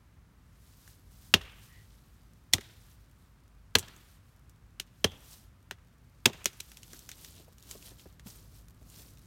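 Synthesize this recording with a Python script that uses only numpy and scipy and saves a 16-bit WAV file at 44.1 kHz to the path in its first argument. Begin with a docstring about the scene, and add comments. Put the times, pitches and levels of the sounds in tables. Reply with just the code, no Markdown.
"""At the edge of a dry field, an axe bites five times into the base of a leaning tree.
Each blow is a short crack of tearing fibres over the knock and thud of the trunk, thrown back by the
wood behind; strained fibres snap at the cut. Then the chopper walks off through dead grass, boots
puffing on the turf and breaking twigs. Far traffic rumbles underneath, and a faint bird calls once."""
import sys
import numpy as np
from scipy import signal
from scipy.io import wavfile
from scipy.ndimage import uniform_filter1d

SR = 44100
rng = np.random.default_rng(int(sys.argv[2]) if len(sys.argv) > 2 else 0)


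def wrap_up_sound(samples):
    """Save the sound to the file named by the first command line argument, as 16-bit audio."""
    columns = np.atleast_2d(samples).T
    # keep every value between -1 and 1, then stretch to whole-number steps
    tamed = np.clip(columns, -1, 1)
    steps = np.round(tamed * 32767).astype(np.int16)
    wavfile.write(sys.argv[1], SR, steps)


N = 408366


def amp(db):
    return 10 ** (np.asarray(db) / 20)


def unit(x):
    """Scales to rms 1."""
    return x / np.sqrt(np.mean(x ** 2) + 1e-20)


def burst(x, db):
    """Gives a transient the energy of 5 ms at this level."""
    return x * amp(db) * np.sqrt(.005 * SR / np.sum(x ** 2))


def curve_at(points, hz):
    """Reads a breakpoint curve on a log-frequency axis."""
    f, value = np.transpose(points)
    return np.interp(np.log(hz + 1), np.log(f), value)


def add(mix, s, sound):
    """Lays a sound into the mix at s seconds."""
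    part = mix[round(s * SR):][:len(sound)]
    part += sound[:len(part)]


def eq(x, points, size=4096):
    """Minimum-phase EQ through breakpoints of f/Hz, level/dB."""
    log_gain = np.log(amp(curve_at(points, abs(np.fft.fftfreq(size, 1 / SR)))))
    taps = np.fft.ifft(np.exp(np.conj(signal.hilbert(log_gain)))).real
    return signal.fftconvolve(x, taps[:size // 2])[:len(x)]


# fader ride on the far traffic: t/s, level/dB
TRAFFIC_FADER = [(0, -59.5), (1.4, -56), (3.1, -59), (7.9, -57.5), (8.4, -56), (9.26, -55)]
# tone of the traffic rumble and of the open air: f/Hz, level/dB
TRAFFIC_EQ = [(20, -38), (36, -18), (52, 3), (72, -5), (100, -3.5), (160, -10.5), (250, -17.5), (400, -27),
              (750, -34.5), (3000, -69.5)]
AIR_EQ = [(100, -5), (400, -3.5), (750, -3.5), (1200, 0.5), (1900, -4), (3200, -10.5), (7000, -15.5),
          (16000, -20)]
def traffic_and_air():
    """The bed: far traffic rumbles, gently swelling and easing, under a steady wash of air."""
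    fader = amp(np.interp(np.arange(N) / SR, *np.transpose(TRAFFIC_FADER)))
    rumble = fader * unit(eq(rng.standard_normal(N), TRAFFIC_EQ, size=16384))
    return rumble + amp(-71) * unit(eq(rng.standard_normal(N), AIR_EQ))


def stalks(per_s, spread_db):
    """Dry stalks tick at random on a spread of pitches, each ringing for a few cycles."""
    out, t = np.zeros(N), np.arange(256) / SR
    pitches = np.linspace(1800, 15500, num=22)
    for hz in pitches:
        at = np.flatnonzero(rng.random(N) < per_s / len(pitches) / SR)
        clicks = np.zeros(N)
        clicks[at] = rng.choice([-1., 1.], len(at))
        clicks[at] *= amp(spread_db * np.minimum(rng.exponential(1, len(at)), 4.5))
        out += signal.oaconvolve(clicks, np.sin(2 * np.pi * hz * t) * np.exp(-t / .0003))[:N]
    return unit(out)


def blade_flicks(per_s, spread_db):
    """Lone blades flick: tiny broadband clicks with a few ms of flutter."""
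    t = np.arange(SR // 50) / SR
    flicks = (rng.random(N) < per_s / SR) * amp(spread_db * rng.standard_normal(N))
    return signal.oaconvolve(flicks, np.exp(-t / .0025))[:N] * rng.standard_normal(N)


# leg swishes through the grass: peak t/s, 10 dB rise/s, 10 dB fall/s, level/dB, stems re swish/dB
SWISHES = [(.67, .13, 0.29, -67, -16), (.90, 0.16, 0.071, -60.5, -17), (1.14, 0.063, 0.097, -68, -14),
           (1.255, 0.13, 0.1, -60, -20.5), (1.64, 0.046, 0.051, -60, -18), (1.779, 0.13, 0.52, -67.5, -6),
           (2.12, .05, .1, -77, -14), (2.91, 0.085, 0.21, -71, -8), (3.22, 0.11, .12, -74.5, -14),
           (4.29, 0.083, 0.098, -73, -14), (5.01, 0.096, .06, -69, -12.5), (5.335, .1, 0.057, -53.5, -19),
           (6.701, 0.3, .15, -61, -12), (6.95, 0.13, 0.13, -56, -9), (7.242, .15, 0.15, -54.5, -12),
           (7.38, 0.1, 0.053, -63.5, 4), (7.715, 0.05, 0.054, -49.5, -9), (7.865, 0.064, 0.061, -52, -11),
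           (7.999, 0.026, 0.085, -59, -6), (8.272, .015, 0.13, -51.5, -27),
           (8.56, 0.059, 0.066, -60.5, -18), (8.99, 0.093, 0.1, -53, -26), (8.925, 0.022, 0.08, -64, -20.5),
           (9.08, .03, .04, -61.5, -9.5), (9.23, 0.07, .1, -68, -7.5)]
# tone of dry blades, stiff stems and crunching turf: f/Hz, level/dB
GRASS_EQ = [(300, -12), (900, -3), (2000, -6.5), (3800, 0), (6000, 0.5), (9000, -0.5), (11000, -2.5),
            (13500, 0.5), (16000, -6.5)]
STEM_EQ = [(1500, -21.5), (3000, 1), (4200, 1.5), (7000, -7.5), (10000, -10.5), (16000, -21.5)]
TURF_EQ = [(40, -5.5), (90, 3), (280, 3.5), (600, -6.5), (1200, -15.5), (3000, -25)]
def grass(walk_s=6.6, idle_db=-83.5, litter_db=-67.5):
    """Legs brush blades and crackle stems, turf crunches on the walk, litter sifts after each blow."""
    t = np.arange(N) / SR
    clumps = amp(.9 * unit(uniform_filter1d(rng.standard_normal(N), size=600)))
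    swish_power, stem_power = np.zeros(N), np.zeros(N)
    for s, rise_s, fall_s, db, stems_db in SWISHES:
        power = amp(db - 10 * np.maximum((s - t) / rise_s, (t - s) / fall_s)) ** 2
        swish_power += power
        stem_power += power * amp(stems_db) ** 2
    litter = sum(np.interp(t - s, [0, .05, .396, .456], [0, 1, 1, 0]) for s, *_ in AXE_HITS)
    stir = np.sqrt(swish_power + amp(idle_db) ** 2 + (amp(litter_db) * litter) ** 2)
    walking = np.clip((t - walk_s) / .3, 0, 1)
    grit = .5 + .3 * walking  # balance of stalk ticks to smooth hiss
    rustle = (grit * stalks(per_s=1800, spread_db=4.1) + rng.standard_normal(N)) / np.hypot(grit, 1)
    blades = stir * unit(eq(rustle * clumps, GRASS_EQ))
    flicks = unit(eq(blade_flicks(per_s=19, spread_db=3), GRASS_EQ))
    flicks *= amp(-83 + 8.7 * walking) * (t > .5)
    stems = np.sqrt(stem_power) * unit(eq(stalks(per_s=1400, spread_db=3.6), STEM_EQ))
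    turf = unit(eq(rng.standard_normal(N) * clumps, TURF_EQ))
    turf *= walking * (amp(-76) + amp(-10) * stir)
    return blades + flicks + stems + turf


# tone of tearing wood: f/Hz, level/dB
TEAR_EQ = [(150, -27.5), (500, -16.5), (1000, -12.5), (1400, -8.5), (1800, -4.5), (2300, -5), (2800, -1.5),
           (3500, -1), (4700, -8), (6000, -6), (7800, -12), (10500, -17.5), (13000, -18), (16000, -24)]
def tear(t, bite_ms, mid_db, top_db, fall_s, scatter_db, scatter_s):
    """Fibres part in a dense volley while the bite lasts; bark and ground scatter a short tail."""
    bite_s = bite_ms / 1000
    after = np.maximum(t - bite_s, 0)
    attack = np.minimum(.31 + t / bite_s, 1)
    release = np.exp(-after / fall_s) + amp(scatter_db) * np.exp(-after / scatter_s)
    volley = attack * release * rng.choice([-1., 1.], len(t))
    tilt = [(1500, mid_db), (2800, 0), (3800, 0), (7500, top_db)]
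    return eq(volley, [(hz, db + curve_at(tilt, hz)) for hz, db in TEAR_EQ])


# twigs underfoot: t/s, level/dB, mids/dB, top/dB
TWIG_BREAKS = [(0.8763, -53, 17, 12.5), (3.963, -56.5, -3, 19), (4.4948, -59.5, -1.5, 14.5),
               (6.7165, -49.5, 2, 8.5), (6.7706, -46.5, -2, 10.5), (6.8308, -47, -13, 4.5),
               (6.932, -44.5, 18, 14.5), (6.9908, -48.5, -9, 21.5), (7.0902, -40.5, 0.5, 9),
               (7.115, -42, -4, 3), (7.2461, -44.5, -3, 3), (7.582, -56, -11, 11), (7.625, -54, -14, 9),
               (7.711, -38.5, -0.5, 12.5), (7.8247, -52.5, -6, 1), (7.9947, -53.5, -10, -8),
               (8.1954, -52, 7, 5), (8.8998, -54, -8, 22), (9.172, -60, -3, 3)]
def twigs(bite_ms=2.02):
    """Thin dry sticks break with a short tear and no knock."""
    out, t = np.zeros(N), np.arange(SR // 6) / SR
    for s, db, mid_db, top_db in TWIG_BREAKS:
        crack = tear(t, bite_ms, mid_db, top_db, fall_s=.0005, scatter_db=-9, scatter_s=.012)
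        add(out, s, burst(crack, db))
    return out


# axe hits: t/s, crack level/dB, bite/ms, mids/dB, top/dB, cut f/Hz, cut ring/dB, buzz/dB,
# splinter f/Hz, splinter ring/dB, knock/dB, trunk tuning/ratio, bark/dB, thud/dB,
# slab f/Hz, slab ring/dB; rings and buzz are relative to the crack
AXE_HITS = [(1.3390, -11.5, 2.9, -1.5, -7, 2830, -6.5, -31, 1865, -14, 0.5, 0.94, -27.5, 0.5, 1230, -20),
            (2.5344, -13.5, 3.0, -2.5, 6, 3730, -11.5, -36.5, 5480, -6.5, -9, .75, -30.5, -2.5, 1957, -10.5),
            (3.7522, -14, 3.46, 7, 0.5, 3326, -11, -29, 4190, -8, 1.5, 1.08, -28.5, -0.5, 1600, -9),
            (5.0428, -17.5, 2.4, 3.5, -1.5, 3280, -7, -22, 6100, -9.5, 2, 1.05, -32.5, 0, 1643, -10.5),
            (6.2560, -13.5, 4.15, -2, 0.5, 2678, -7, -33, 3403, -7.5, -1, 0.9, -23, -11, 950, -17)]
# modes of the trunk's knock and the roots' thud, before tuning: f/Hz, level/dB, T60/s
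TRUNK_MODES = [(174, -26.5, 0.066), (245, -25.5, 0.052), (370.1, -24, .055), (425, -22.5, 0.053),
               (566, -21, .022), (836, -47, 0.13), (1050, -30.5, .02)]
ROOT_MODES = [(56, -42, 0.26), (90.45, -25.5, .14), (118, -33, .09)]
# tone of loose bark rattling: f/Hz, level/dB
BARK_EQ = [(25, -35), (60, -15.5), (130, -1.5), (230, -2), (400, -7), (600, -12), (1000, -12.5),
           (2000, -27), (6000, -50.5)]
def axe():
    """Each blow tears the cut, rings splinter and slab, knocks the trunk and shakes bark and roots."""
    out, t = np.zeros(N), np.arange(SR // 3) / SR
    tremble_filter = signal.butter(2, 170, fs=SR, output="sos")
    for (s, db, bite_ms, mid_db, top_db, cut_hz, cut_db, buzz_db, splinter_hz, splinter_db,
         knock_db, tuning, bark_db, thud_db, slab_hz, slab_db) in AXE_HITS:
        crack = tear(t, bite_ms, mid_db, top_db, fall_s=.0008, scatter_db=-16, scatter_s=.012)
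        add(out, s, burst(crack, db))
        strain = np.minimum(t * 1000 / bite_ms, 1) ** 2
        rings = [(cut_hz, cut_db, .0019), (splinter_hz, splinter_db, .0014), (slab_hz, slab_db, .0012)]
        for hz, ring_db, decay_s in rings:
            ping = np.sin(2 * np.pi * hz * t) * strain * np.exp(-t / decay_s)
            add(out, s, burst(ping, db + ring_db))
        tremble = signal.sosfilt(tremble_filter, rng.standard_normal(len(t)))  # loose fibres
        buzz = np.sin(2 * np.pi * cut_hz * t) * strain * tremble * np.exp(-t / .055)
        add(out, s, burst(buzz, db + buzz_db))
        wedge = tear(t, 2.7, mid_db, top_db, fall_s=.00062, scatter_db=-22, scatter_s=.0054)
        add(out, s + .0052, burst(wedge, db - 11))  # the head jams in the cut
        add(out, s + .0011, amp(knock_db) * ring(TRUNK_MODES, t, tuning, rise_cycles=.36))
        bark = eq(rng.standard_normal(len(t)) * np.exp(-t / .018), BARK_EQ)
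        add(out, s + .004, burst(bark, bark_db))
        add(out, s + .003, amp(thud_db) * ring(ROOT_MODES, t, tuning=.97, rise_cycles=.65))
    return out


def ring(modes, t, tuning, rise_cycles):
    """The tree's body: bending waves are slow in the bass, so low modes bloom later."""
    out = np.zeros(len(t))
    for k, (hz, db, t60) in enumerate(modes):
        envelope = (1 - np.exp(-t * hz / rise_cycles)) * amp(db - 60 * t / t60)
        out += (-1) ** k * envelope * np.sin(2 * np.pi * hz * tuning * t)
    return out


# tone of the reverb from the trees: f/Hz, level/dB
REVERB_EQ = [(60, 4), (150, 4), (300, 2.5), (600, -1.5), (1400, 2), (2400, -2.5), (4200, -6.5),
             (9000, -6.5), (16000, -7)]
# its decay: f/Hz, T60/s
REVERB_T60 = [(100, 0.68), (400, 0.79), (1500, 0.99), (3000, 1), (7000, 0.73), (15000, .45)]
def tree_echoes(x, wet_db, echo_s, echo_db, field_db, slap_s, slap_db):
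    """The field returns little; the first stand of trees echoes, those behind scatter a diffuse tail."""
    frames = dict(fs=SR, nperseg=256, noverlap=192)
    hz, frame_s, spectrum = signal.stft(x, **frames)
    power = uniform_filter1d(uniform_filter1d(abs(spectrum) ** 2, size=5, axis=0), size=5, axis=0)
    t = frame_s[frame_s < 1]
    arrivals = np.interp(t, [.012, .02, .068, .076], [0, amp(field_db), amp(field_db), 1])
    arrivals += amp(echo_db) * np.exp(-((t - echo_s) / .006) ** 2)
    decay = amp(curve_at(REVERB_EQ, hz)[:, None] - 60 * t / curve_at(REVERB_T60, hz)[:, None])
    response = (arrivals * decay) ** 2 / len(t)
    envelope = np.sqrt(abs(signal.fftconvolve(power, response, axes=1)[:, :len(frame_s)]))
    # the trees stand in uneven groups, so the tail comes back in patches
    drift = uniform_filter1d(rng.standard_normal(spectrum.shape), size=5, axis=1)
    patches = amp(1.7 * unit(uniform_filter1d(drift, size=24, axis=0)))
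    scatter = signal.stft(rng.standard_normal(N), **frames)[2]
    out = amp(wet_db) * signal.istft(envelope * patches * scatter / scatter.std(), **frames)[1][:N]
    add(out, slap_s, amp(slap_db) * x)  # slapback off the nearest big trunk
    return out


# one far call: t/s, length/s, start f/Hz, end f/Hz, level/dB
BIRD_CALL = (1.65, .22, 1850, 1960, -68.5)
def bird():
    """A faint, wavering whistle that slides slightly upward."""
    s, length_s, start_hz, end_hz, db = BIRD_CALL
    out, n = np.zeros(N), int(length_s * SR)
    waver = unit(uniform_filter1d(rng.standard_normal(n), size=60))
    hz = np.linspace(start_hz, end_hz, n) * (1 + .07 * waver)
    whistle = np.sin(2 * np.pi * np.cumsum(hz) / SR)
    add(out, s, amp(db) * unit(whistle * signal.windows.tukey(n, .7)))
    return out


# snaps at the cut: t/s, level/dB, bite/ms, mids/dB, top/dB, knock trim/dB
FIBRE_SNAPS = [(2.528, -43, 2.6, -5.5, 4.5, -25), (2.5811, -41, 3.1, 13.5, -3, 9),
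               (3.7847, -30.5, 2.4, -5.5, 17.5, -10.5), (3.793, -34, .54, -9.5, 16.5, -16.5),
               (3.880, -49, 6.4, 9, 6, -1), (4.798, -30.5, 3.2, -3, 3.5, -12.5),
               (5.7101, -34, 1.7, 8.5, -1, -3), (6.2964, -48.5, 3, 0, -3, 15.5),
               (6.4432, -42.5, 1.5, -10, 13, -9), (6.457, -20, 1.12, -1.5, 4, -8),
               (6.602, -35, 4.6, -8.5, 5, -15)]
def fibre_snaps():
    """Strained fibres and chips let go, each with a little of the trunk's knock."""
    out, t = np.zeros(N), np.arange(SR // 6) / SR
    for s, db, bite_ms, mid_db, top_db, trim_db in FIBRE_SNAPS:
        crack = tear(t, bite_ms, mid_db, top_db, fall_s=.00069, scatter_db=-13, scatter_s=.011)
        knock = ring(TRUNK_MODES, t, tuning=rng.uniform(.94, .96), rise_cycles=.3)
        add(out, s, burst(crack, db))
        add(out, s + .0019, burst(knock, db - 8.5 + trim_db))
    return out


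# boots on soft ground: t/s, level/dB, f/Hz
FOOTFALLS = [(6.931, -50.5, 300), (7.3972, -51.5, 307), (7.4786, -55, 540), (7.7508, -47, 366),
             (7.912, -51.5, 450), (8.0559, -46.5, 365), (8.2583, -40, 190), (8.815, -50.5, 129.7)]
def footsteps():
    """Each heel presses a dull puff out of the turf."""
    out, t = np.zeros(N), np.arange(SR // 6) / SR
    for s, db, hz in FOOTFALLS:
        puff = rng.standard_normal(len(t)) * t * np.exp(-t / .0043)
        tone = [(hz / 4, -14), (hz, 0), (hz * 2, -14), (hz * 6, -30), (hz * 20, -50)]
        add(out, s, burst(eq(puff, tone), db))
    return out


def scene():
    """Mono mix; only the axe, snaps and twigs feed the echoes."""
    wood = axe() + fibre_snaps() + twigs()
    echoes = tree_echoes(wood, wet_db=-11.5, echo_s=.0755, echo_db=-2, field_db=-6.5,
                         slap_s=.0745, slap_db=-36.5)
    return (wood + echoes + footsteps() + grass() + traffic_and_air() + bird())[None]


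def record(dry):
    """The recorder's limiter rounds off the highest peaks; a steep high cut trims the very top."""
    ceiling, high_cut_hz = .72, 16300
    rounded = dry / (1 + (dry / ceiling) ** 6) ** (1 / 6)
    high_cut = signal.firwin(255, high_cut_hz, window=("kaiser", 9), fs=SR)
    return signal.oaconvolve(rounded, high_cut[None], "same")


dry = scene()
out = record(dry)
wrap_up_sound(out)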